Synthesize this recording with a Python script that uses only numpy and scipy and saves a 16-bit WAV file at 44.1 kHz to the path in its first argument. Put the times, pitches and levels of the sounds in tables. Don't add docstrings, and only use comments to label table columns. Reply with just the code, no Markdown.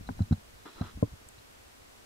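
import sys
import numpy as np
from scipy import signal
from scipy.fft import rfft, irfft
from scipy.io import wavfile
from scipy.ndimage import uniform_filter1d

SR = 44100
rng = np.random.default_rng(int(sys.argv[2]) if len(sys.argv) > 2 else 0)


def file_out(sig):
    cols = np.atleast_2d(sig).T
    lim = np.clip(cols, -1, 1)
    pcm = np.round(lim * 32767).astype(np.int16)
    wavfile.write(sys.argv[1], SR, pcm)


def linear_from_db(decibels):
    return 10 ** (np.asarray(decibels, float) / 20)


N = 90404

# (frequency [Hz], level per Hz [dB])
HISS = [(120, -9.5), (260, -0.5), (450, -1), (1200, -5), (2760, -9.5), (7000, -14.5), (12000, -18.5),
        (15600, -23.5)]
# (frequency [Hz], likeness [-1 to 1])
HISS_ALIKE = [(60, 1), (130, -0.96), (290, -0.6), (640, -0.51), (1410, -0.38), (3100, -0.32), (6800, 0.045),
              (15000, -0.0037)]
# (time [s], level [dB])
TREMOR_LEVEL = [
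    (0.0, -49.5),
    (0.22, -50.5),
    (0.47, -60),
    (0.75, -61.5),
    (0.99, -49),
    (1.18, -61),
    (1.57, -63),
    (2.05, -64.5),
]
# (frequency [Hz], level [dB])
TREMOR_COLOUR = [(15, -2.5), (30, 0.5), (50, 3.5), (90, 1.5), (130, -7.5), (250, -10), (500, -43.5)]
# (frequency [Hz], level [dB])
WHINE = [(7800, -85), (7825, -85)]

# (time [s], strength [dB], contact [ms], twist [dB], grip stiffness [ratio])
PULLS = [(.008, -42.5, 2.3, 7, 1.21), (0.096, -34.5, 1.78, -2, 1.69), (0.106, -29.5, 3.1, -3, 0.97),
         (0.2046, -15, 3.55, -7, 1.036), (0.2134, -15.5, 5.3, -4, 0.85), (.3095, -11, 4.37, -26, 1.24),
         (0.3174, -17.5, 3.55, 2.5, 0.96), (0.3225, -12, 3.14, -11, 0.9), (0.973, -35.5, 2.1, -3, 1.18),
         (1.132, -32.5, 8, -2, 0.85), (1.378, -50.5, 3.7, -16, 0.68), (0.378, -43, 2.7, -14, 0.8),
         (0.123, -44, 4.1, -8, 1.1), (.168, -43, 4, -12, 0.99), (1.398, -52.5, 4.1, -14, 0.8)]
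PUSHES = [
    (0.8105, -21.5, 2.6, -5, 1.02),
    (0.837, -33, 8.3, -13, 0.85),
    (1.075, -49, 1.9, -15, 1.5),
    (1.215, -57, 1.3, -10, 1.7),
    (1.235, -62, 6.3, -3, 1.4),
]
LID_TAPS = [
    (0.0898, -27.5, 0.66, 0.1, 0.98),
    (0.192, -34, 1, 3, 1.13),
    (0.6559, -41, 0.78, 0.2, 1.27),
]
FLANK_PRESS = [
    (1.0265, -13, 1.36, -2, 1.24),
]
FLANK_REBOUND = [
    (1.0288, -13, 1.95, -12, 1.04),
]
# (frequency [Hz], level [dB], time to fall 60 dB [s])
BODY = [(97.2, 4, 0.072), (169.7, 6.2, 0.031), (236, -3.5, 0.07), (486, -8.5, 0.027), (640, -6.5, 0.022),
        (774, -10, 0.023), (985, -0.5, 0.039), (1400, -6, 0.021)]
BODY_TWIST = [(172, -8, 0.093), (286, -2.5, 0.075), (450, -8, .03), (570, -4, 0.09), (777, 3, 0.075),
              (980, 6, 0.054), (1290, -36, 0.043)]
LID = [(249.7, -1, 0.061), (787, 0.1, 0.017), (983, -7, 0.024), (1490, 3, 0.014), (1940, -10, 0.017)]
LID_TWIST = [(280, -8.5, 0.065), (693, -2, 0.027), (1010, -3.5, .03), (1310, -2, 0.037)]
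FLANK = [(89, -22, 0.13), (110, 0, 0.063), (167, -2.5, 0.033), (294, -8, 0.059), (444, 0.5, 0.035),
         (576, -11, 0.039), (795, -16, 0.029), (1010, -12.5, 0.054)]
FLANK_TWIST = [(200, -27, 0.036), (302, -4, 0.082), (450, 3, 0.043), (570, -8, 0.053), (735, -5, .04),
               (1047, -3, .04), (1390, -8, .03)]

# (time [s], length [s], level [dB])
RATTLES = [
    (.066, 0.029, -56.5),
    (.112, 0.014, -61),
    (.175, 0.037, -64),
    (.217, 0.014, -54),
    (.323, 0.015, -51),
    (0.333, 0.0084, -54),
    (.81, .016, -51.5),
    (1.381, 0.009, -61),
    (1.386, 0.013, -62),
]
# (time [s], length [s], level [dB], upper note [dB])
CREAKS = [
    (0.198, 0.023, -55, -4),
    (0.212, 0.021, -54.5, -2.5),
    (0.313, 0.016, -59, 4.5),
    (.322, 0.023, -45, -4.5),
    (0.81, 0.02, -43.5, -11),
]
# (time [s], level [dB])
RUB_PRESSURE = [
    (.65, -58),
    (.66, -48.5),
    (.7, -60.5),
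    (.728, -68),
    (.77, -58),
    (.82, -53.5),
    (.866, -53),
    (.91, -63),
    (.94, -77.5),
]
# (frequency [Hz], width [Hz], level [dB])
RUB_NOTES = [(307, 190, 1), (976, 350, -1.5), (1280, 320, 2.1), (1830, 400, -9), (2700, 470, -6),
             (3400, 520, -3.5), (3990, 220, -3), (5300, 1500, -6)]
# (frequency [Hz], width [Hz], level [dB])
TICK_NOTES = [(7620, 1200, 6), (9600, 2500, -12), (13700, 3500, -10)]


def evened(x):
    return x / np.sqrt(np.mean(x ** 2) + 1e-20)


def read(points, hz):
    f, value = np.transpose(points)
    return np.interp(np.log(hz + 1), np.log(f + 1), value)


def level(curve):
    s, db = np.transpose(curve)
    return linear_from_db(np.interp(np.arange(N) / SR, s, db))


def add(mix, s, sound):
    part = mix[:, round(s * SR):][:, :sound.shape[1]]
    part += sound[:, :part.shape[1]]


def resonate(x, hz, width):
    return signal.lfilter(*signal.iirpeak(hz, hz / width, SR), x)


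def resonate_twice(x, hz, width):
    return resonate(resonate(x, hz, width), hz, 2 * width)


def coloured(shape, alike):
    hz = np.fft.rfftfreq(N, 1 / SR)
    left, other = rfft(rng.standard_normal((2, N)))
    likeness = np.clip(read(alike, hz), -1, 1)
    right = likeness * left + np.sqrt(1 - likeness ** 2) * other
    gain = linear_from_db(read(shape, hz)) * (hz < 15700)
    return evened(irfft(np.array([left, right]) * gain, N))


def hiss():
    hiss_db = -55.5
    return linear_from_db(hiss_db) * coloured([(70, -29)] + list(HISS), HISS_ALIKE)


def hand_tremor():
    lump_db = 2.5
    lumps = uniform_filter1d(rng.standard_normal(N), size=1200)
    lumps = evened(uniform_filter1d(lumps, size=1200))
    rumble = coloured(TREMOR_COLOUR, [(50, 1.0), (250, 0.32)])
    return level(TREMOR_LEVEL) * linear_from_db(lump_db * lumps) * rumble


def whine():
    t = np.arange(N) / SR
    return sum(linear_from_db(db) * np.sin(2 * np.pi * hz * t) for hz, db in WHINE)


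def ring(modes, stiff, chance, cut_hz):
    detune = 0.015
    t = np.arange(SR // 5) / SR
    move = np.zeros(len(t))
    for (hz, db, t60), luck in zip(modes, chance):
        grip = stiff if 120 < hz < 280 else 1
        pitch = hz * grip * (1 + detune * luck)
        move += linear_from_db(db - 60 * t / t60) * np.sin(2 * np.pi * pitch * t)
    return signal.sosfilt(signal.butter(2, cut_hz, "high", fs=SR, output="sos"), move)


def strikes(way, table, modes, twists):
    body_cut_hz, twist_cut_hz = 105.6, 207
    force_round = 3.55
    out = np.zeros((2, N))
    t = np.arange(1000) / SR
    for s, db, ms, twist_db, stiff in table:
        chance = rng.standard_normal((2, 8))
        u = t * 9000 / ms
        force = u ** force_round * np.exp(-u)
        force = force / force.sum()
        body = ring(modes, stiff, chance[0], body_cut_hz)
        twist = linear_from_db(twist_db) * ring(twists, stiff, chance[1], twist_cut_hz)
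        pair = np.array([body + twist, body - twist])
        add(out, s, way * linear_from_db(db) * signal.fftconvolve(pair, force[None]))
    return out


def bumps():
    body = strikes(-0.73, PULLS, BODY, BODY_TWIST) + strikes(0.92, PUSHES, BODY, BODY_TWIST)
    lid = strikes(0.84, LID_TAPS, LID, LID_TWIST)
    press = strikes(0.72, FLANK_PRESS, FLANK, FLANK_TWIST)
    rebound = strikes(-0.76, FLANK_REBOUND, FLANK, FLANK_TWIST)
    return body + lid + press + rebound


def shaken(rows, noise, hz, width):
    shake = np.zeros((1, N))
    for s, length, db in rows:
        u = np.linspace(0, 1, round(length * SR))
        add(shake, s, linear_from_db(db) * np.sin(np.pi * u[None] ** 0.61) ** 2)
    return shake * evened(resonate_twice(noise, hz, width))


def loose_noise():
    return rng.standard_normal(N) + 0.88 * rng.standard_normal((2, N))


def rattle():
    fizz_db = -6.5
    noise = loose_noise()
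    buzz = shaken(RATTLES, noise, hz=4040, width=180)
    return buzz + linear_from_db(fizz_db) * shaken(RATTLES, noise, hz=4950, width=2500)


def creaks():
    noise = loose_noise()
    low_rows = [(s, length, db) for s, length, db, up in CREAKS]
    upper_rows = [(s, length, db + up) for s, length, db, up in CREAKS]
    low = shaken(low_rows, noise, hz=718, width=110)
    return low + shaken(upper_rows, noise, hz=1376, width=250)


def rub():
    slips_per_s, slip_spread_db = 1400, 2
    alike, rub_db, mean_db = 0.28, -1, -62
    start_s, treble_follows = 0.649, 0.17
    t = np.arange(N) / SR
    press = level(RUB_PRESSURE) / linear_from_db(mean_db)
    sound = np.zeros((2, N))
    for hz, width, db in RUB_NOTES:
        strength = linear_from_db(slip_spread_db * np.minimum(rng.exponential(1, N), 4))
        slips = strength * (rng.random(N) < slips_per_s / SR)
        left, other = rng.standard_normal((2, N)) * uniform_filter1d(slips, size=40)
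        right = alike * left + np.sqrt(1 - alike ** 2) * other
        drive = np.array([left, right]) + 1e-9
        follow = treble_follows if hz > 2300 else 1
        sound += linear_from_db(db) * press ** follow * evened(resonate_twice(drive, hz, width))
    landing = np.clip((t - start_s) / 0.0058, 0, 1)
    lifting = np.clip((RUB_PRESSURE[-1][0] - t) / 0.03, 0, 1)
    return linear_from_db(rub_db + mean_db) * landing * lifting * sound


def twig_tick():
    tick_s, tick_db, rise_ms = 1.2878, -53, 0.44
    side, pan_db = 0.5, -1.5
    out = np.zeros((2, N))
    u = np.arange(400) / SR * 1000 / rise_ms
    noise = rng.standard_normal(400) + side * rng.standard_normal((2, 400))
    snap = noise * u * np.exp(1 - u)
    burst = sum(linear_from_db(db) * resonate(snap, hz, width) for hz, width, db in TICK_NOTES)
    burst = signal.sosfilt(signal.butter(6, (6700, 16100), "band", fs=SR, output="sos"), burst)
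    pan = linear_from_db(np.array([[pan_db], [-pan_db]]))
    add(out, tick_s, linear_from_db(tick_db) * evened(burst) * pan)
    return out


def scene():
    background = hiss() + hand_tremor() + whine()
    knocks = bumps()
    dull = signal.butter(4, 9000, fs=SR, output="sos")
    shell = signal.sosfilt(dull, rattle() + creaks() + rub())
    return background + knocks + shell + twig_tick()


def roll_off(x):
    return signal.sosfilt(signal.butter(12, 16760, fs=SR, output="sos"), x)


def record(dry):
    return roll_off(dry)


dry = scene()
out = record(dry)
file_out(out)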